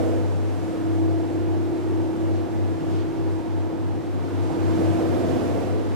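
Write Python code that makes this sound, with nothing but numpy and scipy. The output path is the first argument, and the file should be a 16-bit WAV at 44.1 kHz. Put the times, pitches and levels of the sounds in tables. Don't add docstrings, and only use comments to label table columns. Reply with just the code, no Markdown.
import sys
import numpy as np
from scipy import signal
from scipy.fft import rfft, irfft, next_fast_len
from scipy.io import wavfile
from scipy.ndimage import uniform_filter1d, map_coordinates

SR = 44100
rng = np.random.default_rng(int(sys.argv[2]) if len(sys.argv) > 2 else 0)


def nominal_scale(level):
    x = np.asarray(level, float) / 20
    return 10 ** x


def to_wav(sig):
    pcm = np.clip(np.atleast_2d(sig), -1, 1) * 32767
    pcm = np.round(pcm).astype(np.int16)
    wavfile.write(sys.argv[1], SR, pcm.T)


N = 262395
TIME = np.arange(N) / SR

# time_s, share_0_to_1
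WALL_NEARNESS = [(0, 1), (.2, 0.42), (.4, 0), (.85, 0.07), (1.2, 0.3), (1.6, 0.1), (2.4, 0.23), (3.1, 0.03),
                 (4.15, 0), (4.7, 0.73), (5.1, 0.76), (5.45, 1), (5.68, 0.6), (5.95, 0.03)]
# time_s, level_db
FACING = [
    (0, 0.5),
    (.5, -2.5),
    (1.3, 1.5),
    (2, 0.5),
    (3.3, 1.5),
    (4.1, 0),
    (4.7, .5),
    (5.4, -.5),
    (5.95, -3),
]
# pitch_hz, likeness_0_to_1
PORT_LIKENESS = [(30, 0.68), (130, 0.67), (300, 1), (640, 0.22), (1400, 0.26), (3100, 0.38), (7000, 0.18),
                 (15000, 0.066)]
# pitch_hz, lead_rad
PORT_LEAD = [(30, 3.1), (100, 1.84), (250, 1.4), (400, 1.75), (800, 0.13), (15000, .2)]
# pitch_hz, level_db
RIGHT_PORT = [(11000, 0), (12500, -1.8), (14000, -2.2)]
# pitch_hz, level_db_per_hz
HISS_COLOUR = [(3000, -17), (8000, 3), (13000, -7), (14600, -10), (15050, -3), (15400, 8)]

# pitch_hz, left_db, right_db
PUMP = (52.5, -47, -48)

# time_s, level_db
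WATER_FLOW = [(0, -48.5), (.41, -51.5), (.71, -50), (1, -51), (2.7, -51.5), (3.2, -51.5), (4.06, -52.5),
              (4.7, -46.5), (5.07, -45.5), (5.5, -46), (5.95, -49.5)]
# time_s, width_s, level_db
SPLASH = [
    (2.96, .065, 3),
]
# time_s, rise_s, fall_s, level_db
FOAM = [
    (2.37, .04, .03, -58),
    (2.99, 0.13, .04, -55),
]
# pitch_hz, level_db_per_hz
FOAM_COLOUR = [(1000, -40), (1800, -3), (3000, 1), (5500, -5), (7500, -16), (11000, -45)]
WASH_COLOUR = [(500, -12), (1000, 5), (1500, 0), (2500, -6), (4000, -11.5), (6000, -18), (9000, -40)]
SPRAY_COLOUR = [(3000, -6), (5000, 3), (7500, 4), (10000, -1.5), (12500, -6.5), (13500, -24), (15500, -22)]
CALM_DB = -51.3

# pitch_hz, level_db_per_hz
RUMBLE_COLOUR = [(10, -30), (25, -19.5), (45, -10), (75, -8.5), (100, -1), (135, -6.5), (155, -2),
                 (185, -3.5), (230, -5), (320, -2), (400, -8), (520, -49.5)]
INTAKE_COLOUR = [(600, -49), (720, -6.5), (820, 1.5), (950, -1), (1100, -14.5), (1700, -18.5), (3000, -54)]
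EXHAUST_COLOUR = [(200, -59), (300, -3), (480, 4.5), (600, -0.5), (700, -1.5), (800, -6), (1000, -43)]

# multiple_of_cycle, left_db, right_db, left_lead_rad, wall_adds_db
WHINE_ORDERS = [(78, -69, -62.5, .2, 0)]
SWELLING_ORDERS = [(22, 0, 0, 1, 0), (24, -9, -9, 1.2, 0)]
SECOND_ORDERS = [(7, -50, -57, 2.4, 1), (10, -51, -56, 1.9, 2), (12, -50, -47.5, 1.9, 2),
                 (16, -48, -45, 1.9, 3), (18, -51, -46, 1.6, 3), (20, -47, -43, 1.9, 4),
                 (22, -57, -48, .5, 2), (44, -61, -54, .1, 3)]
FIRST_ORDERS = [(2, -61, -59.5, 2.96, 10), (4, -53, -55, 3, 8), (5, -59, -66, 3.3, 13),
                (7, -48, -46.5, 1.8, 1.5), (9.5, -54, -55, 2, 1), (12, -56, -52, 2.7, 7),
                (14, -46.5, -44, 2.3, 7), (16, -42.5, -47, 1.68, 5), (17, -53.5, -53.5, 1.46, 12),
                (18, -40, -44.5, 1.52, 0), (19, -60, -52, 2.7, -9), (21, -53, -58, 2, -14),
                (23, -67, -48.5, 0.75, 6), (26, -57, -49, 0.51, 7), (27, -60, -49, 0.69, 8),
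                (28, -61, -52, 0.52, 7), (29, -57, -56, 0.29, 11), (30, -58, -48.5, 0.11, 11),
                (31, -59, -52, 0.72, 11), (32, -56, -53, 1.9, 6), (34, -58, -52, .3, 6),
                (38, -59, -54, 0.36, 10), (40, -62, -54, .6, 7), (42, -62, -51, .5, 8),
                (43, -66, -53, 1, 7), (44, -63, -51.5, 2.5, 7), (45, -66, -54, 1.5, 8)]
# time_s, width_s, level_db
DECK_SWELLS = [
    (.1, 0.068, -36),
    (1.7, 0.55, -35.5),
    (3, 0.16, -55),
    (3.9, 0.76, -40),
    (5.25, 0.38, -33.5),
]
# multiple_of_cycle, time_s, width_s, left_db, right_db, left_lead_rad
PLATES = [(26, 0.05, .3, -45, -38, .5), (30, .1, .15, -48, -40, .2), (38, .15, .2, -58, -45, .4),
          (42, .85, .12, -57, -47, .5), (42, 1.18, .08, -50, -38.5, .5), (41, 1.17, .05, -52, -43, .5),
          (42, 1.55, .12, -54, -45, .5), (32, 2.25, .15, -55, -45, 1), (24, 3, .15, -46, -43, 1.2),
          (24, 3.3, .12, -46, -44, 1.2), (30, 4.5, .15, -52, -44, .2), (16, 5.32, .15, -38, -32.5, 1),
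          (16, 4.82, .07, -46, -40, 1.2), (16, .02, .05, -47, -41, 1.2), (16, .35, .05, -48, -48, 1.5),
          (17, 4.4, .1, -44, -41, 1.4), (18, 5.4, .17, -39, -35, 1.3), (42, 5.25, .17, -49, -40, .5),
          (45, 5.25, .1, -50, -42, 1), (42, .03, .08, -50, -41, .5), (31, 5.45, .15, -43, -38, .6),
          (26, 5.75, .15, -53, -41, .5), (18, .9, .15, -44, -44, 1.5), (18, 1.5, .2, -45, -44, 1.5),
          (18, 4.35, .08, -43, -47, 1.5), (18, 4.85, .08, -46, -39, 1.4), (32, .05, .2, -44, -40, 1),
          (9.5, 2.07, .12, -49, -46, 2), (9.5, 2.72, .08, -47, -46, 2), (9.5, 3.13, .13, -49, -46, 2),
          (9.5, 5.68, .1, -46, -45, 2), (22, 3.05, .12, -45, -45, 1)]
SPREAD = 3 / 64

# time_s, level_db
HULL_LEVEL = [(0, -34.5), (.2, -29.5), (.55, -35), (1.05, -28), (1.4, -32), (2.1, -30), (2.6, -35),
              (3.1, -33), (4.05, -37), (4.35, -39), (4.75, -27.5), (5, -28), (5.35, -31.5), (5.6, -38),
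              (5.95, -41)]
# time_s, width_s, depth_db
HULL_FADES = [(.35, 0.056, -21), (.47, .03, -1.5), (.6, 0.047, -4.5), (1.31, .015, -4), (1.83, .015, -6),
              (2.49, 0.014, -5), (2.61, .012, -4), (3.45, .012, -4), (3.7, 0.011, -3), (3.92, .012, -3),
              (4.18, 0.032, -22), (4.31, 0.033, -2), (5.24, 0.052, -5.5), (5.77, 0.02, -1)]
# time_s, width_s, left_minus_right_db
HULL_TURNS = [
    (.05, .1, -5),
    (3.7, .3, 3),
    (4.75, 0.22, -2),
    (5.35, .2, 3),
]

# time_s, four_stroke_cycles_per_s
SPEED = [(0, 16.255), (.7, 16.23), (1.3, 16.26), (2.1, 16.228), (2.5, 16.32), (3, 16.245), (4.5, 16.21),
         (4.9, 16.245), (5.95, 16.22)]
# time_s, firings_lost_per_s
SLIP = [
    (0, .42),
    (.9, 1.674),
    (2.5, 3.097),
    (3, 3.108),
    (4, 3.494),
    (5.2, 4.792),
    (5.95, 4.865),
]
# time_s, level_db, left_minus_right_db
SECOND_FIRING = [(.4, -30.8, 2.2), (.9, -30.2, 2.1), (1.65, -32.6, .4), (2.1, -31.4, 2.2),
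                 (2.65, -29.4, 2.5), (3.4, -30.5, 2.7), (3.85, -31.6, .8), (4.2, -32.2, 1.2),
                 (4.6, -30.7, 1.8), (4.9, -31.6, 2), (5.22, -29.7, 3.4), (5.45, -32.7, 3.6),
                 (5.7, -31.5, 1.5), (5.9, -36.5, 1.2)]
# time_s, level_db, left_minus_right_db, left_lead_rad
FIRST_FIRING = [(0, -27.5, 4.5, 2.85), (.3, -27.9, 3, 2.72), (.7, -27.4, 2.3, 2.68),
                (1.15, -26.4, 2.9, 2.56), (1.9, -28.3, 2.2, 2.66), (2.45, -27, 2, 2.61),
                (3.2, -29, 1.8, 2.75), (3.8, -28.5, 1.1, 2.71), (4.1, -30.5, 1.2, 2.72),
                (4.38, -26.8, 7, 2.7), (4.53, -29.3, 4.3, 2.92), (4.72, -24.6, 6.8, 2.7),
                (4.88, -26.6, 10.3, 2.9), (5, -32, 12.2, 3.45), (5.12, -30, 10, 3), (5.5, -32.5, 9.4, 3),
                (5.62, -30.5, 8.8, 2.89), (5.8, -25.7, 2.4, 2.93)]
# time_s, width_s, depth_db, phase_swing_rad
ECHO_CANCEL = (5.27, .085, -6, 1.9)


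def unit(x):
    return x / np.sqrt(np.mean(x ** 2) + 1e-20)


def along(points, hz):
    f, v = np.transpose(points)
    return np.interp(np.log(hz + 1), np.log(f + 1), v)


def curves(rows):
    s, *columns = np.transpose(rows)
    return [np.interp(TIME, s, column) for column in columns]


def bumps(rows):
    return sum(height * np.exp(-((TIME - s) / width) ** 2 / 2) for s, width, height in rows)


def wobble(rate):
    knots = rng.standard_normal(int(N * rate / SR) + 4)
    return map_coordinates(knots, [TIME * rate])


def rush(colour, patchy_db, pan_db):
    z = signal.stft(rng.standard_normal((2, N + 512)), nperseg=512)[2]
    patches = uniform_filter1d(rng.standard_normal(z.shape[1:]), size=6, axis=0)
    patches = uniform_filter1d(patches, size=12, axis=1)
    pair = signal.istft(z * nominal_scale(patchy_db * unit(patches)), nperseg=512)[1]
    m = next_fast_len(N + 8192)
    hz = np.fft.rfftfreq(m, 1 / SR)
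    turn = np.arccos(np.clip(along(PORT_LIKENESS, hz), 0, 1)) / 2
    same, other = rfft(pair, m) * nominal_scale(along(colour, hz)) * [np.cos(turn), np.sin(turn)]
    lead = np.exp(.5j * along(PORT_LEAD, hz))
    both = irfft([(same + other) * lead, (same - other) / lead], m)[:, :N]
    both = both * nominal_scale([[pan_db / 2], [-pan_db / 2]])
    return both / np.std(both.mean(axis=0))


def tone(turns, left_db, right_db, lead):
    angle = 2 * np.pi * turns
    left = nominal_scale(left_db) * np.sin(angle + lead / 2)
    right = nominal_scale(right_db) * np.sin(angle - lead / 2)
    return np.sqrt(2) * np.array([left, right])


def wall_nearness():
    return curves(WALL_NEARNESS)[0]


def flow(splash):
    return curves(WATER_FLOW)[0] - CALM_DB + splash * bumps(SPLASH)


def pump():
    hz, left_db, right_db = PUMP
    waver_db = 3 * wobble(2.0)
    turns = hz * TIME + 0.054 * wobble(3.9)
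    return tone(turns, left_db + waver_db, right_db + waver_db, 3.3)


def foam():
    swell = 0
    for s, rise, fall, db in FOAM:
        width = np.where(TIME < s, rise, fall)
        swell = swell + nominal_scale(db) * np.exp(-((TIME - s) / width) ** 2 / 2)
    return swell * nominal_scale(1.5 * wobble(40)) * rush(FOAM_COLOUR, patchy_db=2.2, pan_db=-1.0)


def spray(flutter):
    level_db = -61 + 1.43 * flow(0.45) - 0.5 * TIME + 0.75 * flutter
    return nominal_scale(level_db) * rush(SPRAY_COLOUR, patchy_db=0.6, pan_db=0.0)


def wash(flutter):
    level_db = CALM_DB + flow(0.49) + 3.5 + 0.15 * flutter
    return nominal_scale(level_db) * rush(WASH_COLOUR, patchy_db=0.47, pan_db=-1.0)


def water():
    flutter = wobble(11) + 0.44 * wobble(30)
    pan_db = 0.4 - 3.5 * wall_nearness()
    fine = spray(flutter) + foam()
    return wash(flutter) * nominal_scale([pan_db / 2, -pan_db / 2]) + fine * nominal_scale([pan_db / 3, -pan_db / 3])


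def rumble():
    level_db = -39.5 + 0.96 * flow(0) + 0.98 * wobble(2.92)
    return nominal_scale(level_db) * rush(RUMBLE_COLOUR, patchy_db=1.0, pan_db=1.0)


def intake(wall, throb):
    level_db = -48 + 2.5 * wall + 0.31 * flow(0) + 0.03 * TIME + curves(FACING)[0]
    return nominal_scale(level_db + 0.27 * wobble(6.17)) * throb * rush(INTAKE_COLOUR, patchy_db=1.65, pan_db=-5.0)


def exhaust(wall, throb):
    level_db = -41 + 7.5 * wall + 0.45 * flow(0) - 0.33 * TIME - 0.52 * curves(FACING)[0]
    level_db = level_db + 0.42 * wobble(4.5) + 1.4 * wall * wobble(13)
    return nominal_scale(level_db) * throb * rush(EXHAUST_COLOUR, patchy_db=1.8, pan_db=-4.5)


def orders(table, cycles, wall, waver_db, jitter):
    out = np.zeros((2, N))
    for k, left_db, right_db, lead, wall_db in table:
        k = round(2 * k) / 2
        turns = k * cycles + SPREAD * k ** 2 + jitter * (k / 20) ** 2 * wobble(8)
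        shared = wall_db * wall + waver_db * (1 + k / 50) * np.tanh(wobble(3.934))
        left = shared + 1.34 * wobble(7)
        right = shared + 0.98 * wobble(7)
        out += tone(turns, left_db + left, right_db + right, lead + 0.52 * wobble(3.17))
    return out


def plates(first, wall):
    out = np.zeros((2, N))
    for k, s, width, left_db, right_db, lead in PLATES:
        row = [(k, left_db, right_db, lead, 0)]
        out += bumps([(s, width, 1)]) * orders(row, first, wall, waver_db=2.2, jitter=0.05)
    return out


def shafts(first, second, wall):
    out = orders(FIRST_ORDERS, first, wall, waver_db=2.0, jitter=0.06)
    out += orders(SECOND_ORDERS, second, wall, waver_db=-1.0, jitter=0.069)
    swell = bumps([(s, width, nominal_scale(db)) for s, width, db in DECK_SWELLS])
    out += swell * orders(SWELLING_ORDERS, first, wall, waver_db=2.2, jitter=0.11)
    out += orders(WHINE_ORDERS, first, wall, waver_db=3.0, jitter=0.012)
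    return out + plates(first, wall)


def hull(first):
    level_db = curves(HULL_LEVEL)[0] + bumps(HULL_FADES) + 0.76 * wobble(14)
    pan_db = bumps(HULL_TURNS)
    turns = 20 * first + SPREAD * 20 ** 2 + 0.018 * wobble(27)
    lead = 1.33 + 0.035 * wobble(4.2)
    return tone(turns, level_db + 3.5 + pan_db / 2, level_db + 3.0 - pan_db / 2, lead)


def firing_tones(first, second):
    first_db, pan_db, lead = curves(FIRST_FIRING)
    s, width, depth_db, swing = ECHO_CANCEL
    cancel = bumps([(s, width, 1)])
    first_db = first_db + depth_db * cancel
    lead = lead + swing * cancel
    out = tone(6 * first, first_db + pan_db / 2, first_db - pan_db / 2, lead)
    second_db, pan_db = curves(SECOND_FIRING)
    lead = 2.76 + .035 * TIME
    return out + tone(6 * second, second_db + pan_db / 2, second_db - pan_db / 2, lead)


def engines():
    first = np.cumsum(curves(SPEED)[0]) / SR
    lost = 1.797 + np.cumsum(curves(SLIP)[0]) / SR
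    second = first - lost / 6
    wall = wall_nearness()
    throb = 1 + 0.12 * np.sin(2 * np.pi * first) + 0.08 * np.sin(4 * np.pi * first)
    noise = rumble() + intake(wall, throb) + exhaust(wall, throb)
    return noise + shafts(first, second, wall) + hull(first) + firing_tones(first, second)


def scene():
    return pump() + water() + engines()


def low_pass(x):
    return signal.sosfilt(signal.butter(12, 15990, fs=SR, output="sos"), x)


def record(dry):
    edge = SR // 10
    x = dry + nominal_scale(-73.5) * rush(HISS_COLOUR, patchy_db=3.5, pan_db=4.5)
    x = np.pad(x, [(0, 0), (edge, edge)], "reflect", reflect_type="odd")
    hz = np.fft.rfftfreq(x.shape[1], 1 / SR)
    port_gain = nominal_scale([0 * hz, along(RIGHT_PORT, hz)])
    x = irfft(rfft(x) * (hz < 15490) * port_gain, x.shape[1])
    return low_pass(x[:, edge:][:, :N])


dry = scene()
out = record(dry)
to_wav(out)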